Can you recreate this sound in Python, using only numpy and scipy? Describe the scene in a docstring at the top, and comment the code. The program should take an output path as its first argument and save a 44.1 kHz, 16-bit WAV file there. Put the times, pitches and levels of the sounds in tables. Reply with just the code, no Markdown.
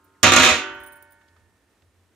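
"""Outdoors in a quiet garden, a long steel rod is dropped across the big metal lid of a cooking pot, close by.
Impulses for the blows and chatter drive noise-built sheet metal, wavering lid modes, a contact crack,
the rod's own ring and the air in the pot. The lid then settles and rings out as clean decaying tones.
Tiny high ticks of the rocking rod, soft noise scuffs and a faint falling whistle sit over garden air
and a low drone. A weak echo follows the crash, and a fast limiter holds it."""
import sys
import numpy as np
from scipy import signal
from scipy.fft import rfft, irfft, next_fast_len
from scipy.io import wavfile
from scipy.ndimage import uniform_filter1d, minimum_filter1d, map_coordinates

SR = 44100
rng = np.random.default_rng(int(sys.argv[2]) if len(sys.argv) > 2 else 0)


def pcm_store(signal):
    """Save signal as 16-bit PCM."""
    levels = np.round(np.clip(np.atleast_2d(signal), -1, 1) * 32767)
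    wavfile.write(sys.argv[1], SR, levels.astype(np.int16).T)


N = 94815  # length in samples
TOP_HZ = 15600  # upper edge of the whole sound


def amp(db):
    """Decibels to gain."""
    return 10 ** (np.asarray(db) / 20)


def unit(x):
    """Scale to rms 1."""
    return x / np.sqrt(np.mean(x ** 2) + 1e-20)


def along(points, hz):
    """Read a curve of (f/Hz, value) points on a log frequency axis."""
    f, v = np.transpose(points)
    return np.interp(np.log(hz + 1), np.log(f + 1), v)


def over_time(points, t):
    """Read a curve of (t/s, value) points."""
    return np.interp(t, *np.transpose(points))


def since(s):
    """Seconds since a moment, zero before it."""
    return np.maximum(np.arange(N) / SR - s, 0)


def fade(t, t60):
    """Exponential decay that falls 60 dB in t60 seconds."""
    return np.exp(-np.log(1000) * t / t60)


def sine(hz):
    """A sine that follows a moving pitch."""
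    return np.sin(2 * np.pi * np.cumsum(hz) / SR)


def wobble(rate):
    """A smooth random curve, rate knots a second."""
    return map_coordinates(rng.standard_normal(1024), [since(0) * rate], mode="wrap")


def filtered(x, response):
    """Shape the spectrum of x by a response of frequency."""
    m = next_fast_len(N + SR // 2)
    return irfft(rfft(x, m) * response(np.fft.rfftfreq(m, 1 / SR)), m)[..., :N]


def pan(db):
    """Channel gains for a left-minus-right level."""
    return amp(np.array([[.5], [-.5]]) * db)


# Likeness of the two microphones: f/Hz, correlation
ALIKE = [(60, .92), (290, .95), (640, .85), (1400, .75), (3100, .45), (6800, .1), (15000, 0)]


def half_turn(alike, hz):
    """Half the phase angle between channels whose cosine is their likeness."""
    return np.arccos(np.clip(along(alike, hz), -1, 1)) / 2


def noise(colour_db, alike=ALIKE):
    """Stereo noise of rms 1 with a colour and a left-right likeness."""
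    def mid_side(hz):
        turn = half_turn(alike, hz)
        return amp(colour_db(hz)) * [np.cos(turn), np.sin(turn)]

    mid, side = filtered(rng.standard_normal((2, N)), mid_side)
    return unit(np.array([mid + side, mid - side]))


def tone(hz, t, drift=0):
    """One mode at the two microphones; high modes arrive out of step. Drift is in cycles."""
    apart = half_turn(ALIKE, hz) * rng.choice([-1, 1])
    start = rng.uniform(0, 2 * np.pi)
    return np.sin(2 * np.pi * (hz * t + drift) + start + np.array([[apart], [-apart]]))


def dying(x, t60s):
    """Let each frequency of x die at its own speed."""
    hz, t, z = signal.stft(x, SR, nperseg=512)
    z = z * fade(t, along(t60s, hz)[:, None])
    return signal.istft(z, SR, nperseg=512)[1][:, :N]


def pulses(times, sizes):
    """A train of impulses."""
    places = np.clip(np.round(times * SR).astype(int), 0, N - 1)
    return np.bincount(places, sizes, N)


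def excite(force, response):
    """A body's answer to a force, by convolution."""
    return signal.fftconvolve(np.atleast_2d(force), response, axes=1)[:, :N]


def stored(force, t60):
    """The amplitude of a resonator that gathers the energy of each contact."""
    energy = signal.lfilter([1], [1, -fade(1 / SR, t60) ** 2], force ** 2)
    return np.sqrt(energy)


# Colour of the outdoor air: f/Hz, relative level/dB
GARDEN_COLOUR = [(25, -16.5), (60, -6), (90, -2.5), (120, -13.5), (160, -12), (350, -9), (600, -16.5),
                 (1800, -19.5), (4800, -28), (8800, -28), (15000, -37.5)]
# Left-right likeness of the air: f/Hz, correlation
GARDEN_ALIKE = [(60, 1), (240, 0.84), (950, 0.92), (3800, 0.44)]
GARDEN_DB, GARDEN_WAVER_DB = -65.5, .7


def garden(pan_db=-2):
    """Quiet outdoor air: coloured noise whose level wavers slightly."""
    level = amp(GARDEN_DB + GARDEN_WAVER_DB * wobble(30))
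    return level * noise(lambda hz: along(GARDEN_COLOUR, hz), GARDEN_ALIKE) * pan(pan_db)


# Swells of the low drone far away: t/s, level/dB
DRONE_SWELLS = [(0, -71), (1.151, -74.5), (1.3, -66), (1.45, -58.5), (1.65, -85), (1.85, -65.5),
                (2.15, -74)]
DRONE_HZ, DRONE_WIDTH_HZ = 91, 6  # centre, and distance from it where the level is down 6 dB


def drone():
    """A low distant drone: a narrow band of noise that swells and sinks."""
    band = noise(lambda hz: -20 * np.log10(1 + ((hz - DRONE_HZ) / DRONE_WIDTH_HZ) ** 2))
    return band * amp(over_time(DRONE_SWELLS, since(0)))


WHISTLE_S, WHISTLE_LENGTH_S, WHISTLE_DB = .137, .042, -68  # start, length, peak level
WHISTLE_FROM_HZ, WHISTLE_TO_HZ = 2450, 1450


def whistle():
    """A short, faint tone before the blow that glides down."""
    u = np.clip(since(WHISTLE_S) / WHISTLE_LENGTH_S, 0, 1)
    hz = WHISTLE_FROM_HZ * (WHISTLE_TO_HZ / WHISTLE_FROM_HZ) ** u
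    return amp(WHISTLE_DB) * np.sin(np.pi * u) * sine(hz)


# Soft scuffs and low bumps: t/s, level/dB, centre f/Hz, length/s (peak at half of it)
SCUFFS = [(0.63, -58, 75, 0.17), (1.21, -60, 1400, .011), (1.28, -64, 3500, .01),
          (1.362, -59.5, 1200, .0092), (1.805, -66, 92, .04), (1.82, -64, 2500, .005)]


def scuffs(skirt_db=11, pan_db=-4):
    """Soft puffs of noise that swell and fade, falling skirt_db per octave off their centre."""
    out = np.zeros((2, N))
    for s, db, centre_hz, length in SCUFFS:
        u = 2 * since(s) / length
        puff = noise(lambda hz: -skirt_db * np.abs(np.log2((hz + 1) / centre_hz)))
        out += amp(db) * u * np.exp(1 - u) * puff
    return out * pan(pan_db)


# Ticks of the rod: t/s, relative level/dB
TICKS = [(.043, -63), (0.748, -64), (0.8012, -54), (0.8328, -54), (0.8346, -49), (0.848, -74),
         (0.862, -47.5), (0.872, -49.5), (0.922, -50.5), (0.932, -55.5), (0.956, -58), (.968, -56),
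         (1.0245, -50.5), (1.106, -62), (1.1214, -56)]
# Modes of one tick: f/Hz before detuning, relative level/dB, t60/s
TICK_MODES = [(8990, -0.5, 0.054), (9550, -1.5, 0.057), (9500, -4.5, 0.15), (10200, -4, 0.028),
              (14100, -4, 0.05), (14400, 5, 0.045), (15300, -1.5, .06), (15550, 1, .05)]
TICK_DB, TICK_PAN_DB, TICK_RISE_S = -3.5, -11, 0.00086
TICK_GRIT_DB, TICK_GRIT_T60 = -5, 0.038  # noise within each tick
TICK_DETUNE, TICK_SCATTER_DB = 0.014, 3  # spread per mode: fraction of pitch, level
TICK_WAVER_HZ, TICK_ROUGH_DB = 110, 3.5  # rms waver of pitch and level within a tick


def tick_mode(hz, level, t60, t):
    """One squeaky mode of a tick, its pitch and level jittering as it dies."""
    waver = TICK_WAVER_HZ * unit(uniform_filter1d(rng.standard_normal(len(t)), size=120))
    rough_db = TICK_ROUGH_DB * unit(uniform_filter1d(rng.standard_normal(len(t)), size=200))
    gain = amp(level + TICK_SCATTER_DB * rng.normal() + rough_db)
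    pitch = hz * (1 + TICK_DETUNE * rng.normal())
    return gain * tone(pitch, t, np.cumsum(waver) / SR) * fade(t, t60)


def ticks():
    """The rod slips on the rim in tiny, high, squeaky ticks."""
    out = np.zeros((2, N + SR))
    t = np.arange(SR // 6) / SR
    rise = 1 - np.exp(-t / TICK_RISE_S)
    for s, db in TICKS:
        ring = sum(tick_mode(hz, level, t60, t) for hz, level, t60 in TICK_MODES)
        grit = amp(TICK_GRIT_DB) * rng.standard_normal(ring.shape) * fade(t, TICK_GRIT_T60)
        start = round(s * SR)
        out[:, start:start + len(t)] += amp(db + TICK_DB) * (ring + grit) * rise
    return out[:, :N] * pan(TICK_PAN_DB)


# Faint ring left in the metal by an earlier touch: f/Hz, relative level/dB
LINGER_MODES = [(285.3, -71), (382.2, -70.5), (904.4, -70.5), (1055, -72), (1233, -72), (1292, -71.5),
                (1421, -70.5), (1615, -76.5)]
LINGER_DB, LINGER_T60 = 3, 7.5


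def lingering_ring():
    """The lid still rings faintly before the blow, as slowly dying tones cut off by it."""
    t = since(0)
    ring = sum(amp(db + LINGER_DB) * tone(hz, t) for hz, db in LINGER_MODES)
    return ring * fade(t, LINGER_T60) * (t < BLOWS[0][0])


SEATED_S, SEATING_S = .65, .25  # moment the lid is seated, and how long it takes to settle


def seating():
    """How far the lid has settled on the pot, 0-1."""
    return np.clip(since(SEATED_S - SEATING_S) / SEATING_S, 0, 1)


# Weak, close modes of the seated lid: f/Hz, relative level of each/dB
SHIMMER = [(230, -57.5), (330, -60.5), (500, -64.5), (1000, -61), (1450, -48.5), (1900, -54), (2200, -59),
           (3000, -60), (3600, -65)]
SHIMMER_T60, SHIMMER_SLOPE = 0.87, 0.079  # t60 at 1 kHz (s), exponent of its fall with frequency


def shimmer(count=110):
    """Many weak modes, scattered evenly in pitch, beat against the strong ones."""
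    t, age = since(0), since(SEATED_S)
    low, high = SHIMMER[0][0], SHIMMER[-1][0]
    out = np.zeros((2, N))
    for hz in low + (high - low) * (np.arange(count) + rng.random(count)) / count:
        t60 = SHIMMER_T60 * (1000 / hz) ** SHIMMER_SLOPE
        out += amp(along(SHIMMER, hz)) * tone(hz, t) * fade(age, t60)
    return out


# Modes of the lid once it is seated on the pot again: f/Hz, relative level/dB, t60/s
SEATED_MODES = [(280, -48, .95), (334, -41, .62), (381, -39, .8), (480, -54, .8), (586, -43.5, 1.36),
                (743, -49.5, 1.1), (909, -43, 1.56), (953, -48, 1), (1098, -45, .93), (1178, -38, .66),
                (1292, -45, .67), (1402, -42, .85), (1417, -42.5, 1.29), (1461, -50, 1), (1504, -35, 1.12),
                (1635, -47, .7), (1727, -51.5, 2), (1826, -53, 2.6), (1851, -53, 1.3), (1965, -44, .75),
                (2208, -50, 1.46), (2438, -53, .77), (2525, -49, .86), (2736, -44, .57), (3047, -44, .82),
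                (3322, -55, .75), (3505, -49, .42)]


def ring_out():
    """The seated lid rings long and clean: tones fade in as it settles, then die one by one."""
    t, age = since(0), since(SEATED_S)
    strong = sum(amp(db) * tone(hz, t) * fade(age, t60) for hz, db, t60 in SEATED_MODES)
    return seating() * (strong + shimmer())


BOOM_START_HZ, BOOM_END_HZ, BOOM_SAG_S = 100.2, 81, 0.1
BOOM_T60, BOOM_RISE_S = 0.18, 0.0069


def boom(kicks):
    """The air in the pot swells with each blow; its pitch sags as the lid closes."""
    lag = np.exp(-1 / (BOOM_RISE_S * SR))
    swell = signal.lfilter([1 - lag], [1, -lag], stored(kicks, BOOM_T60))
    sag = np.exp(-(since(BLOWS[0][0]) / BOOM_SAG_S) ** 2)
    return swell * sine(BOOM_END_HZ + (BOOM_START_HZ - BOOM_END_HZ) * sag)


THUD_DB, THUD_S = 7.5, 0.0015  # gain on the boom's kicks, time constant


def thud(kicks):
    """Each blow shoves the whole lid: one low push of air."""
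    u = np.arange(SR // 20) / SR / THUD_S
    return amp(THUD_DB) * excite(kicks, [(1 - u) * np.exp(-u)])


# The rod's own bright ring: f/Hz, relative level/dB
ROD_MODES = [(4883, -2), (5212, -1), (5680, -7), (6094, -11), (6385, 2), (6735, 0), (7070, -8)]
ROD_DB, ROD_T60 = -15.5, 0.077


def rod_ring(contacts):
    """Each contact rings the steel rod in a cluster of high modes."""
    modes = sum(amp(db) * tone(hz, since(0)) for hz, db in ROD_MODES)
    return amp(ROD_DB) * stored(contacts, ROD_T60) * modes


# Colour of the contact crack: f/Hz, relative level/dB
CRACK_COLOUR = [(500, -21), (3000, -4.5), (5000, -6), (6800, 7.5), (8500, -9.5), (15000, -18)]
CRACK_T60 = .034


def crack(contacts):
    """Metal strikes metal: a short burst of bright noise at each contact."""
    return noise(lambda hz: along(CRACK_COLOUR, hz)) * stored(contacts, CRACK_T60)


# Colour of the sheet's countless weaker modes: f/Hz, relative level/dB
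SHEET_COLOUR = [(35, -30), (70, -3.5), (160, -10.5), (195, -10.5), (300, -5), (500, -0.5), (850, -6.5),
                (1300, 3), (2600, 0.5), (4000, -1.5), (4800, -7.5), (5800, -4), (6900, -3), (8000, -15.5),
                (11000, -20), (15000, -33)]
# Their decay: f/Hz, t60/s
SHEET_T60 = [(100, 0.12), (500, 0.25), (1500, 0.27), (3000, 0.36), (5000, 0.27), (8000, .19),
             (15000, 0.057)]
SHEET_DB, SHEET_SPACING_HZ, SHEET_DIFFUSE_DB = -12.5, 20, -22  # level, mode spacing, bed between modes


def sheet_lines(hz):
    """Gain in dB of closely spaced, irregular modes over a weak diffuse bed."""
    count = int(TOP_HZ / SHEET_SPACING_HZ)
    modes_hz = (np.arange(count) + rng.random(count)) * SHEET_SPACING_HZ
    db = np.full(len(hz), float(SHEET_DIFFUSE_DB))
    db[np.searchsorted(hz, modes_hz)] = 0
    return db


def sheet_ring(force):
    """The lid's sheet metal answers each impulse with noise-like modes that die by frequency."""
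    modes = noise(lambda hz: along(SHEET_COLOUR, hz) + sheet_lines(hz))
    return excite(force, amp(SHEET_DB) * dying(modes, SHEET_T60))


# Main modes of the jolted lid: f/Hz before wander and sag, relative level/dB
LOOSE_MODES = [(157, -39.5), (248, -28), (291, -35.5), (350, -32), (484, -34.5), (612, -35), (756, -29.5),
               (952, -32), (1093, -36), (1173, -29.5), (1292, -32), (1419, -29), (1635, -31), (1857, -39),
               (1890, -32.5), (2014, -33), (2137, -37), (2466, -36.5), (2546, -34), (2738, -36.5),
               (3016, -34.5), (3618, -32), (3962, -35.5), (4011, -37)]
LOOSE_DB, LOOSE_T60, LOOSE_SLOPE = 6.5, 0.3, .05  # gain, t60 at 1 kHz (s), exponent of its fall
WANDER_HZ, FLUTTER_DB = 6, 4  # the shifting rod detunes and chokes the modes
CHATTER_KNEE_HZ = 608.4  # light contacts miss the modes below it
SAG_HZ, SAG_BELOW_HZ = 16, 800


def loose_ring(blows, chatter, rate=30):
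    """Main modes swell with the contacts and waver as the rod shifts; low ones sag as the lid settles."""
    t, out = since(0), np.zeros((2, N))
    for hz, db in LOOSE_MODES:
        force = blows + chatter * hz / np.hypot(hz, CHATTER_KNEE_HZ)
        swing = stored(force, LOOSE_T60 * (1000 / hz) ** LOOSE_SLOPE)
        detune_hz = WANDER_HZ * wobble(rate) - SAG_HZ * seating() * (hz < SAG_BELOW_HZ)
        gain = amp(db + LOOSE_DB + FLUTTER_DB * wobble(rate))
        out += gain * swing * tone(hz, t, np.cumsum(detune_hz) / SR)
    return out


# Chatter of rod and lid between the blows: t/s, relative level/dB
CHATTER = [(.233, -12.5), (.26, -11.5), (.31, -16), (.365, -9), (.41, 3), (.46, -3), (.50, -6),
           (.55, -12.5), (.59, -21), (.62, -35), (.68, -55.5)]
CHATTER_DB, CHATTER_PER_S, CHATTER_SCATTER_DB = -6.5, 170, 3.5  # gain, mean rate, spread of level


def chatter_force():
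    """Rod and lid rattle together: irregular light impulses under a level curve."""
    chance = rng.standard_normal((400, 2))
    steps = np.abs(np.arange(len(chance)) + chance[:, 0] / 2)
    times = CHATTER[0][0] + steps / CHATTER_PER_S
    sizes = unit(amp(CHATTER_SCATTER_DB * chance[:, 1])) * rng.choice([-1, 1], len(times))
    sizes = sizes * amp(CHATTER_DB + over_time(CHATTER, times))
    return pulses(times, sizes * (times < CHATTER[-1][0]))


# Blows of the rod: t/s, strength level/dB, crack level/dB, boom level/dB (all relative)
BLOWS = [(0.2302, 4.5, -1.5, -18), (0.2318, -6.5, -4.5, -30), (0.2416, -8, -20, -23.5),
         (0.2668, -1.5, -27.5, -20.5), (0.2887, -6.5, -37.5, -26), (0.3202, -1.5, -18.5, -43),
         (0.3364, -4.5, -12.5, -31.5), (0.3622, 1, -7, -27.5), (0.397, -9, -28.5, -26),
         (0.4332, -9.5, -25.5, -40.5), (0.4484, -7, -16.5, -48), (0.503, -14, -29, -26)]
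CHATTER_CRACK_DB = -15  # share of the chatter that cracks and rings the rod
BLOOM_S = .005  # the main modes take a moment to build


def crash():
    """Blows and chatter drive the lid, crack at the contact and ring the rod; blows also boom the pot."""
    s, strength_db, crack_db, boom_db = np.transpose(BLOWS)
    blows, chatter = pulses(s, amp(strength_db)), chatter_force()
    contacts = pulses(s, amp(crack_db)) + amp(CHATTER_CRACK_DB) * chatter
    kicks = pulses(s, amp(boom_db))
    bloom = 1 - np.exp(-since(s[0]) / BLOOM_S)
    lid = sheet_ring(blows + chatter) + bloom * loose_ring(blows, chatter)
    return lid + crack(contacts) + rod_ring(contacts) + boom(kicks) + thud(kicks)


# Decay of the echo off trees: f/Hz, t60/s
YARD_T60 = [(200, 0.76), (2000, 0.69), (6000, 0.73), (14000, 0.2)]
YARD_DB = -25.5


def yard_echo(hit):
    """Trees scatter the crash back as a weak tail of dying noise."""
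    tail = dying(rng.standard_normal((2, N)), YARD_T60)
    return amp(YARD_DB) * excite(hit, tail / np.linalg.norm(tail[0]))


# Stereo place of the lid: f/Hz, left-minus-right level/dB
LEFT_LEAD = [(60, -3), (450, -1.03), (740, -3.5), (1220, -0.5), (2000, -5), (3300, -7), (5500, 0),
             (9000, -5), (15000, -5.5)]


def scene():
    """The lid, with its echo, lies a little to the right among the quieter sounds."""
    hit = crash()
    lid = hit + yard_echo(hit) + ring_out() + lingering_ring()
    lid = filtered(lid, lambda hz: pan(along(LEFT_LEAD, hz)))
    return garden() + drone() + whistle() + scuffs() + ticks() + lid


CEILING, HOLD_S = .98, .0012  # limiter: peak (full scale is 1), window of the gain


def record(dry, low_cut_hz=42):
    """A low cut; a fast limiter holds the crash under full scale; then the band limit."""
    dry = signal.sosfilt(signal.butter(3, low_cut_hz, "high", fs=SR, output="sos"), dry)
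    needed = np.minimum(1, CEILING / (np.abs(dry).max(axis=0) + 1e-9))
    span = max(int(HOLD_S * SR), 2)
    gain = uniform_filter1d(minimum_filter1d(needed, span), span)
    return filtered(dry * gain, lambda hz: np.clip((TOP_HZ - hz) / 400 + .5, 0, 1))


dry = scene()
out = record(dry)
pcm_store(out)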